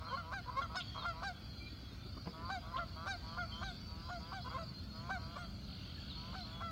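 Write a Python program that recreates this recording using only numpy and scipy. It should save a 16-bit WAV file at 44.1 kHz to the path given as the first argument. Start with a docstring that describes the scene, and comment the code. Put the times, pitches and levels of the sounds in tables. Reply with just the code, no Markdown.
"""A marsh, from a kayak lying in the reeds: two geese call in turn as they fly over.
Each call starts as a low grunt of pulses ringing the throat, cracks, and jumps up into a clear arched honk.
Far songbirds whistle, twitter and trill; the plastic hull rings from one knock amid soft low bumps.
Wind rumbles underneath, with the murmur of the marsh, a faint distant hum and a fine hiss."""
import sys
import numpy as np
from scipy import signal
from scipy.fft import rfft, irfft, next_fast_len
from scipy.io import wavfile
from scipy.ndimage import uniform_filter1d

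SR = 44100
rng = np.random.default_rng(int(sys.argv[2]) if len(sys.argv) > 2 else 0)


def store_wav(level_fs):
    """Save 16-bit WAV to argv[1]."""
    pcm = np.round(np.clip(np.atleast_2d(level_fs), -1, 1) * 32767)
    wavfile.write(sys.argv[1], SR, pcm.T.astype(np.int16))


N = 295911
TIME = np.arange(N) / SR

# goose cues: break t/s, honk length/s, top f/Hz, relative level/dB of the second harmonic,
# of the fundamental and of the overtones, grunt length/s, grunt level/dB
GOOSE_CALLS = [(0.173, 0.061, 699, -50, -62.5, -67.5, 0.17, -51),
               (0.332, 0.081, 797, -48.5, -55, -60, .108, -52),
               (0.616, .054, 698, -44.5, -63, -66, .116, -53),
               (0.761, 0.059, 749.5, -46, -57.5, -50.5, 0.07, -52),
               (1.055, 0.077, 701, -42, -54, -61.5, 0.11, -48),
               (1.235, 0.094, 798, -48.5, -50, -56.5, 0.11, -53.5),
               (2.504, 0.094, 788, -50, -48.5, -57.5, 0.18, -51.5),
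               (2.788, 0.063, 696, -45.5, -53, -79, 0.17, -55),
               (3.074, 0.097, 790, -47, -52, -55, 0.12, -51),
               (3.382, 0.081, 717, -45, -52.5, -76, 0.17, -55),
               (3.628, .11, 784, -53.5, -57.5, -59.5, 0.14, -56.5),
               (4.102, 0.096, 721, -53.5, -52.5, -79, 0.23, -59.5),
               (4.331, .088, 786, -55, -53.5, -62.5, .14, -57),
               (4.584, 0.064, 671, -54.5, -55.5, -66, .09, -50.5),
               (5.106, 0.084, 781, -46, -50.5, -59, .176, -56),
               (5.38, 0.093, 710, -54, -61.5, -67, 0.22, -58),
               (6.346, 0.097, 765, -61, -57.5, -67, 0.2, -59.5),
               (6.617, 0.13, 679, -47.5, -61, -71, 0.19, -59.5)]
def geese():
    """Two geese trade calls, one voice lower than the other."""
    out = np.zeros(N)
    for row in GOOSE_CALLS:
        for s, sound in call(*row):
            add(out, s, sound)
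    return out


def call(s, length, top_hz, second_db, first_db, upper_db, grunt_s, grunt_db):
    """Grunt, crack and honk as (t/s, sound); a yelp cuts the grunt short and leaves the honk hoarse."""
    high_goose = top_hz > 735
    third_db, crack_db, max_pulse_hz = (-61.5, -43, 183) if high_goose else (-66.5, -46, 175)
    effort_db = second_db + 48  # a stronger honk has more crack and third harmonic
    start = s - grunt_s
    yelp_times = [yelp[0] for yelp in YELP_NOTES if start < yelp[0] < s]
    held = min(yelp_times + [s]) - start + .014  # the grunt overlaps the next note
    start_hz, climb_hz_per_s = 158.7, 135  # the pulses quicken until the voice breaks
    end_hz = min(start_hz + climb_hz_per_s * held, max_pulse_hz)
    rough = (.03 if high_goose else .17) * 2 ** ((grunt_db + 55) / 4.5)  # louder is rougher
    hoarse = .28 if yelp_times else .05
    grunt = low_note(held, start_hz, end_hz, grunt_db, rough, swell_db=3.5, rise=.16, harmonics=40)
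    snap = crack(crack_db + .28 * effort_db)
    note = honk(length, top_hz, first_db, second_db, third_db + .6 * effort_db, upper_db, hoarse)
    return [(start, grunt), (s - .016, snap), (s - .008, note)]


# brassy EQ on a honk's overtones and rasp: f/Hz, gain/dB
HONK_EQ = [(2700, -4), (3200, -16), (3750, 1.5), (4500, -0.5), (5400, -15), (6300, -11.5), (7300, -23.5),
           (9000, -28.5), (12000, -42)]
def honk(length, top_hz, first_db, second_db, third_db, upper_db, hoarse):
    """A harmonic stack scoops up, arches and sags; higher calls sag more, and overtones die first."""
    u = progress(length + .0149)
    n = len(u)
    sag = .135 * (top_hz / 790) ** 4.54
    droop = np.interp(u, [0, .12, .26, .39, .58, .78, 1], [.65, .14, 0, .05, .42, .82, 1.1])
    jitter = 1 + .004 * wander(n, 260) + .0027 * wander(n, 35)
    hz = top_hz * (1 - sag * uniform_filter1d(droop, 400)) * jitter
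    phase = 2 * np.pi * np.cumsum(hz) / SR
    k = np.arange(1, 16)[:, None]
    unevenness = rng.standard_normal(k.shape) * (k > 5)  # each call favours other overtones
    gains = gain_of(upper_db + .5 + 2.3 * unevenness) * eq_gain(HONK_EQ, k * hz) * fade(u, .29, .63)
    gains[0] = gain_of(first_db + 3.5) * fade(u, .035, .3)
    gains[1] = gain_of(second_db + 5 - 6 * u) * fade(u, .22, .49)
    gains[2] = gain_of(third_db + 3.5) * fade(u, .2, .44)
    shimmer_db = np.array([1.63 * wander(n, 45) + .5 * wander(n, 250) for _ in k]) * np.minimum(k / 2, 3)
    smear = k ** 2  # the windpipe spreads each pulse
    voice = (gains * gain_of(shimmer_db) * np.cos(k * phase + smear)).sum(0)
    # the other side of the syrinx joins in a little flat, which makes the note hoarse
    voice += hoarse * (gains[:3] * np.cos(k[:3] * phase * .88 + .73 * wander(n, 120))).sum(0)
    # a puff of air in every cycle gives the attack its bite
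    puffs = coloured(rng.standard_normal(n), HONK_EQ) * (1 + np.cos(phase))
    rasp = puffs * fade(u, .072, 1) * np.exp(-u / .18)
    return np.sqrt(2) * voice + gain_of(upper_db - 6) * evened(rasp)


# the lower goose's yelps: t/s, length/s, start f/Hz, level/dB
YELP_NOTES = [(0.101, 0.036, 487, -47), (0.12, 0.045, 524, -40.5), (0.456, 0.057, 487, -46),
              (0.554, 0.059, 521, -37.5), (2.162, 0.03, 616, -56), (2.727, 0.067, 512, -42.5),
              (4.44, .06, 495, -49), (4.53, 0.052, 518, -44), (5.351, .024, 571, -48)]
def yelps():
    """Short middle-register notes; a louder one rises further and is cleaner."""
    out = np.zeros(N)
    for s, length, hz, db in YELP_NOTES:
        push = 2 ** ((db + 44) / 8.5)
        end_hz = hz + 30.5 * push
        add(out, s, low_note(length, hz, end_hz, db, .26 / push, swell_db=1.5, rise=.58, harmonics=16))
    return out


def low_note(length, start_hz, end_hz, db, rough, swell_db, rise, harmonics):
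    """A grunt or yelp: below the honk register, pitch and level climb as air pressure builds."""
    u = progress(length)
    voice = syrinx(start_hz + (end_hz - start_hz) * u ** 1.6, rough, harmonics)
    return gain_of(db) * evened(voice * gain_of(swell_db * u) * fade(u, rise, rise * .63))


# throat formants of the low and middle registers: f/Hz, gain/dB
THROAT_EQ = [(250, -34), (500, -9.5), (660, -2), (860, -10), (1040, 7.5), (1190, -0.5), (1350, 2.5),
             (1600, -13.5), (1850, -27.5), (2150, -13), (2700, -30.5), (4000, -19.5), (8000, -45)]
def syrinx(hz, rough, harmonics):
    """A jittering membrane and its puffs of air, through formants that rise as the beak opens."""
    n = len(hz)
    hz = hz * (1 + .035 * (.04 + rough) * wander(n, 110))
    turns = np.cumsum(hz) / SR
    k = np.arange(1, harmonics + 1)[:, None]
    beak = np.linspace(.96, 1.04, n) * (1 + .023 * wander(n, 9.6))
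    sway_db = np.array([2.2 * wander(n, 6) for _ in k])  # harmonics drift as the neck moves
    smear = (k * hz.mean() / 380) ** 2  # the windpipe spreads each pulse
    gains = eq_gain(THROAT_EQ, k * hz / beak) * gain_of(sway_db)
    pulses = (gains * np.cos(2 * np.pi * k * turns - smear)).sum(0)
    puffs = coloured(rng.standard_normal(n) * np.exp(-(turns % 1) / .5), THROAT_EQ)
    rough = np.clip(rough, 0, 1)
    flutter = 1 + rough * wander(n, 90)
    return evened((1 - rough) * evened(pulses) * flutter + .7 * rough * evened(puffs))


def crack(db):
    """A few hard, uneven pulses ring the throat, which sweeps upward as the voice breaks."""
    u = progress(.03)
    pulse_hz = np.interp(u, [0, 1], [320, 345]) * (1 + .08 * wander(len(u), 250))
    turns = np.cumsum(pulse_hz) / SR
    slaps = np.diff(np.floor(turns), prepend=0) * gain_of(2 * wander(len(u), 280))
    slaps += .063 * rng.standard_normal(len(u))
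    ring = coloured(slaps, THROAT_EQ)
    scooped = np.interp(.92 * u + .1635 * u ** 2, u, ring, right=0)  # the ringing speeds up
    return gain_of(db - 3) * evened(scooped * fade(u, .17, .31))


# featured whistles: t/s, length/s, start f/Hz, end f/Hz, relative level/dB
NEAR_NOTES = [(0.048, 0.16, 4180, 4244, -54), (0.088, 0.079, 3270, 2970, -54),
              (0.623, 0.0099, 3600, 3030, -48), (0.831, 0.28, 3316, 3220, -54.5),
              (0.98, 0.061, 4280, 3450, -50), (1.48, 0.24, 4310, 4005, -57.5),
              (1.6, 0.11, 2325, 2420, -54.5), (3.408, 0.011, 3510, 3200, -52.5),
              (3.518, 0.077, 3180, 3090, -48.5), (3.68, .09, 8400, 7150, -76),
              (3.711, 0.25, 4560, 4540, -56), (3.98, .39, 4700, 4950, -61), (4.329, .31, 3440, 3215, -61.5),
              (4.744, 0.074, 4140, 4270, -52), (4.888, 0.15, 4286, 4344, -54),
              (5.372, .053, 7440, 8400, -70), (6.103, 0.033, 4200, 3380, -49),
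              (6.153, 0.071, 4330, 4350, -51.5), (6.41, 0.056, 4090, 4170, -50.5),
              (6.514, 0.18, 3420, 3300, -53.5)]
# far whistles, one kind a row: rate/Hz, length/s, f/Hz, mean glide/share of pitch, relative level/dB
FAR_NOTES = [(2.0, .4, 4600, 0.017, -64), (.7, .3, 3400, -.035, -64), (0.68, 0.055, 6700, -0.086, -75)]
def whistlers():
    """The nearer songbirds whistle on cue; far ones repeat loosely, each at a slightly different pitch."""
    out = np.zeros(N)
    for s, *note in NEAR_NOTES:
        add(out, s - .005, whistle(*note))
    for per_s, length, centre_hz, glide, db in FAR_NOTES:
        for s in loose_times(N / SR, per_s):
            hz = centre_hz * (1 + .03 * rng.uniform(-1, 1))
            add(out, s, whistle(length, hz, hz * (1 + glide * rng.uniform(0, 2)), db))
    return out


def whistle(length, start_hz, end_hz, db):
    """One thin gliding note."""
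    u = progress(length + .0092)
    hz = (start_hz + (end_hz - start_hz) * u ** .8) * (1 + .004 * wander(len(u), 140))
    tone = sine(hz) * gain_of(2.3 * wander(len(u), 24))
    return gain_of(db - 4.5) * evened(tone * fade(u, .17, .27))


# sprinkles of chirps: t/s, length/s, rate/Hz, lowest f/Hz, highest f/Hz, relative level/dB
TWITTER_BOUTS = [(0, 6.7, 26, 2994, 4850, -69.5), (3.503, 0.73, 50, 3470, 6730, -68.5),
                 (4.4, .34, 40, 3670, 4960, -56.5)]
def twitters():
    """Tiny chirps scattered through each bout; the longer ones are louder."""
    out = np.zeros(N)
    for s, length, per_s, low_hz, high_hz, db in TWITTER_BOUTS:
        for when, pitch, glide, size in rng.random((int(length * per_s), 4)):
            hz = low_hz + pitch * (high_hz - low_hz)
            chirp = whistle(.0033 + .023 * size, hz, hz * (.85 + .241 * glide), db + 6 * (size - .5))
            add(out, s + when * length, chirp)
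    return out


# dry 'check' accents: t/s, length/s, centre f/Hz, level/dB
CHECK_NOTES = [(0.802, 0.029, 3440, -46), (2.766, 0.027, 3440, -51)]
def checks():
    """A songbird's short call, a tone roughened by fast flutter in pitch and level."""
    out = np.zeros(N)
    for s, length, hz, db in CHECK_NOTES:
        u = progress(length)
        tone = sine(hz * (1 + .11 * wander(len(u), 1000)))
        flutter = 1 + 1.14 * wander(len(u), 500)
        add(out, s, gain_of(db) * evened(tone * flutter * fade(u, .09, .38)))
    return out


def trill(start_s=5.66, length_s=.97, beat_hz=47):
    """A buzzing rattle: both sides of a songbird's syrinx sweep down once in every beat."""
    out, u = np.zeros(N), progress(length_s)
    beats = np.cumsum(beat_hz * (1 + .03 * wander(len(u), 35))) / SR
    for centre_hz, sweep, lag, db in [(4410, .071, .014, -61.5), (3330, .2254, .4, -62)]:
        beat = (beats + lag) % 1
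        hz = centre_hz * (1 + sweep * (1 - 2 * beat) + .545 * sweep * wander(len(u), 792))
        tone = sine(hz) * np.sin(np.pi * beat)
        add(out, start_s, gain_of(db) * evened(tone * fade(u, .032, .13)))
    return out


# modes of the plastic hull: f/Hz, relative level/dB, t60/s
HULL_MODES = [(180, 10.5, 0.18), (221, 2, 0.12), (389, -5, 0.19), (473, 0.5, 0.16), (665, 8.5, 0.047),
              (820, -1, 0.073), (1020, 3, 0.1), (1150, -15, .12)]
# three quick hits that read as one knock: t/s, relative level/dB
HULL_HITS = [(2.257, -57), (2.27, -48.5), (2.283, -66)]
def hull():
    """A short, dull clunk: the plastic shell rings under a scuff of contact noise."""
    out, t = np.zeros(N), np.arange(SR // 4) / SR
    ring = sum(gain_of(db - 60 * t / t60) * np.sin(2 * np.pi * hz * t) for hz, db, t60 in HULL_MODES)
    contact = 1 - np.exp(-t / .00098)  # a soft blow takes a moment to build
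    scuff_eq = [(1000, 5), (3000, -8), (7000, -28), (12000, -55)]
    for s, db in HULL_HITS:
        scuff = evened(coloured(rng.standard_normal(len(t)), scuff_eq))
        add(out, s, gain_of(db) * contact * (ring + 1.2 * scuff * np.exp(-t / .014)))
    return out


def bumps(start_s=1.4, length_s=1.1):
    """A loose run of soft handling bumps, and the thud that each hit sends through the hull."""
    out = np.zeros(N)
    for s in loose_times(length_s, per_s=8):
        add(out, start_s + s, thud(-53.5))
    for s, db in HULL_HITS:
        add(out, s, thud(db - .5))
    return out


# muffled body of a thud: f/Hz, gain/dB
THUD_EQ = [(80, -12), (170, 3), (320, 7), (450, -7), (650, -29), (1200, -46)]
def thud(db):
    """A soft push, heard as a brief burst of low noise."""
    u = progress(.042)
    push = rng.standard_normal(len(u)) * fade(u, .16, .68) ** 4
    return gain_of(db - 4) * evened(coloured(push, THUD_EQ)) * fade(u, .1, .3)


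# bass-heavy wind EQ: f/Hz, gain/dB
WIND_EQ = [(20, -48), (31, -40), (42, -7), (58, 1.5), (85, 0.5), (130, -4.5), (200, -11), (300, -15.5),
           (420, -25.5), (700, -26.5), (1500, -55)]
# wind fader: t/s, level/dB
WIND_FADER = [(0, -50), (1.8, -50.5), (2.6, -49), (6.7, -48.5)]
def wind():
    """Moving air makes a low, nearly steady rumble."""
    return evened(coloured(rng.standard_normal(N), WIND_EQ)) * fader(WIND_FADER)


# bright songbird bed: f/Hz, gain/dB
CHORUS_EQ = [(2000, -8.5), (2700, -8), (3350, 0.5), (3750, -8), (4300, 6.5), (4750, 1.5), (5200, -8.5),
             (6300, -15.5), (7500, -23), (10000, -54)]
# chorus fader: t/s, relative level/dB
CHORUS_FADER = [(0.0, -59.5), (0.63, -60.5), (0.91, -55.5), (1.23, -59), (3.13, -57.5), (3.26, -56),
                (4.63, -57.5), (5.41, -58), (6.27, -56), (6.7, -59)]
def chorus(trim_db=-1.5):
    """Many far songbirds blur into a flickering wash."""
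    return wash(CHORUS_EQ, patchy_db=5.5, patch_frames=7, patch_bins=8) * fader(CHORUS_FADER, trim_db)


# midrange marsh bed: f/Hz, gain/dB
MARSH_EQ = [(300, -19.5), (600, 4), (950, -0.5), (1430, 11), (1800, -11), (2200, 2), (2700, -3),
            (4500, -39), (6500, -13), (8000, -29), (10500, -39)]
def marsh():
    """The far murmur of birds and reeds."""
    return gain_of(-65.5) * wash(MARSH_EQ, patchy_db=2.5, patch_frames=6, patch_bins=6)


# drone tones: f/Hz, early level/dB, late level/dB
HUM_TONES = [(184, -70.5, -62), (209, -65, -61.5), (251, -68.5, -69)]
def hum():
    """A distant hum of three wavering tones that grows a little midway."""
    out = np.zeros(N)
    for hz, early_db, late_db in HUM_TONES:
        db = np.interp(TIME, [2.8, 3.8], [early_db, late_db]) + 2 * wander(N, 3.6)
        out += gain_of(db) * sine(hz + 1.57 * wander(N, 2.97))
    return np.sqrt(2) * out


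# airy noise floor: f/Hz, gain/dB
HISS_EQ = [(1000, -0.5), (7000, -7), (9000, 0.5), (10500, -8.5), (12000, 0.5), (14000, -3), (15600, 4.5)]
def hiss():
    """Fine hiss with a fast flicker in level."""
    return evened(coloured(rng.standard_normal(N), HISS_EQ)) * gain_of(-74 + 1.5 * wander(N, 90))


def shore(x, t60, wet_db):
    """Adds the faint scatter from water, reeds and trees."""
    t = np.arange(SR) / SR
    taps = rng.standard_normal(SR) * (rng.random(SR) < 2000 / SR) * gain_of(-60 * t / t60) * (t > .012)
    return x + gain_of(wet_db) * signal.fftconvolve(x, taps / np.linalg.norm(taps))[:N]


def wash(eq, patchy_db, patch_frames, patch_bins):
    """Shaped noise with drifting patches in time and frequency."""
    hz = np.fft.rfftfreq(2048, 1 / SR)
    real, imag, patches = rng.standard_normal((3, len(hz), N // 512 + 5))
    patches = evened(uniform_filter1d(uniform_filter1d(patches, patch_bins, 0), patch_frames, 1))
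    spectrum = (real + 1j * imag) * eq_gain(eq, hz)[:, None] * gain_of(patchy_db * patches)
    return evened(signal.istft(spectrum, nperseg=2048, noverlap=1536)[1][:N])


def gain_of(db):
    """Decibels to amplitude."""
    return 10 ** (np.asarray(db) / 20)


def evened(x):
    """Scales to rms 1."""
    return x / np.sqrt(np.mean(x ** 2) + 1e-20)


def eq_gain(eq, hz):
    """Gain of an EQ curve at the given frequencies."""
    f, db = np.transpose(eq)
    return gain_of(np.interp(np.log(hz + 1), np.log(f), db))


def coloured(x, eq):
    """Filters by an EQ curve."""
    return irfft(rfft(x) * eq_gain(eq, np.fft.rfftfreq(len(x), 1 / SR)), len(x))


def fader(points, trim_db=0):
    """Gain over the scene from (t/s, level/dB) points."""
    return gain_of(np.interp(TIME, *np.transpose(points)) + trim_db)


def sine(hz):
    """A tone that follows a pitch curve."""
    return np.sin(2 * np.pi * np.cumsum(hz) / SR)


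def wander(n, rate_hz):
    """Smooth random drift of rms about 1, up to the given rate."""
    size = next_fast_len(n + 8192)
    f = np.fft.rfftfreq(size, 1 / SR)
    return evened(irfft(rfft(rng.standard_normal(size)) / (1 + (f / rate_hz) ** 4), size))[:n]


def progress(length):
    """Runs from 0 to 1 over a length in seconds."""
    return np.linspace(0, 1, max(int(length * SR), 64))


def fade(u, rise, fall):
    """Soft start and end, as shares of the note."""
    attack = np.sin(np.pi / 2 * np.clip(u / rise, 0, 1))
    return attack * np.sin(np.pi / 2 * np.clip((1 - u) / fall, 0, 1)) ** 2


def loose_times(length, per_s):
    """A loose rhythm: one moment somewhere in each beat."""
    beats = np.arange(round(length * per_s))
    return (beats + rng.random(len(beats))) / per_s


def add(mix, s, sound):
    """Mixes a sound in at time s."""
    part = mix[max(round(s * SR), 0):][:len(sound)]
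    part += sound[:len(part)]


def scene():
    """The geese overhead are nearly dry; the songbirds come from the far reeds."""
    overhead = shore(geese() + yelps(), t60=1.0, wet_db=-19)
    songbirds = shore(whistlers() + twitters() + checks() + trill(), t60=.56, wet_db=-10.5)
    return (overhead + songbirds + hull() + wind() + chorus() + marsh() + hum() + hiss() + bumps())[None]


def record(dry):
    """A steep low-pass takes off the very top."""
    cutoff_hz = 15850
    return signal.oaconvolve(dry, signal.firwin(511, cutoff_hz, window=("kaiser", 9), fs=SR)[None], "same")


dry = scene()
out = record(dry)
store_wav(out)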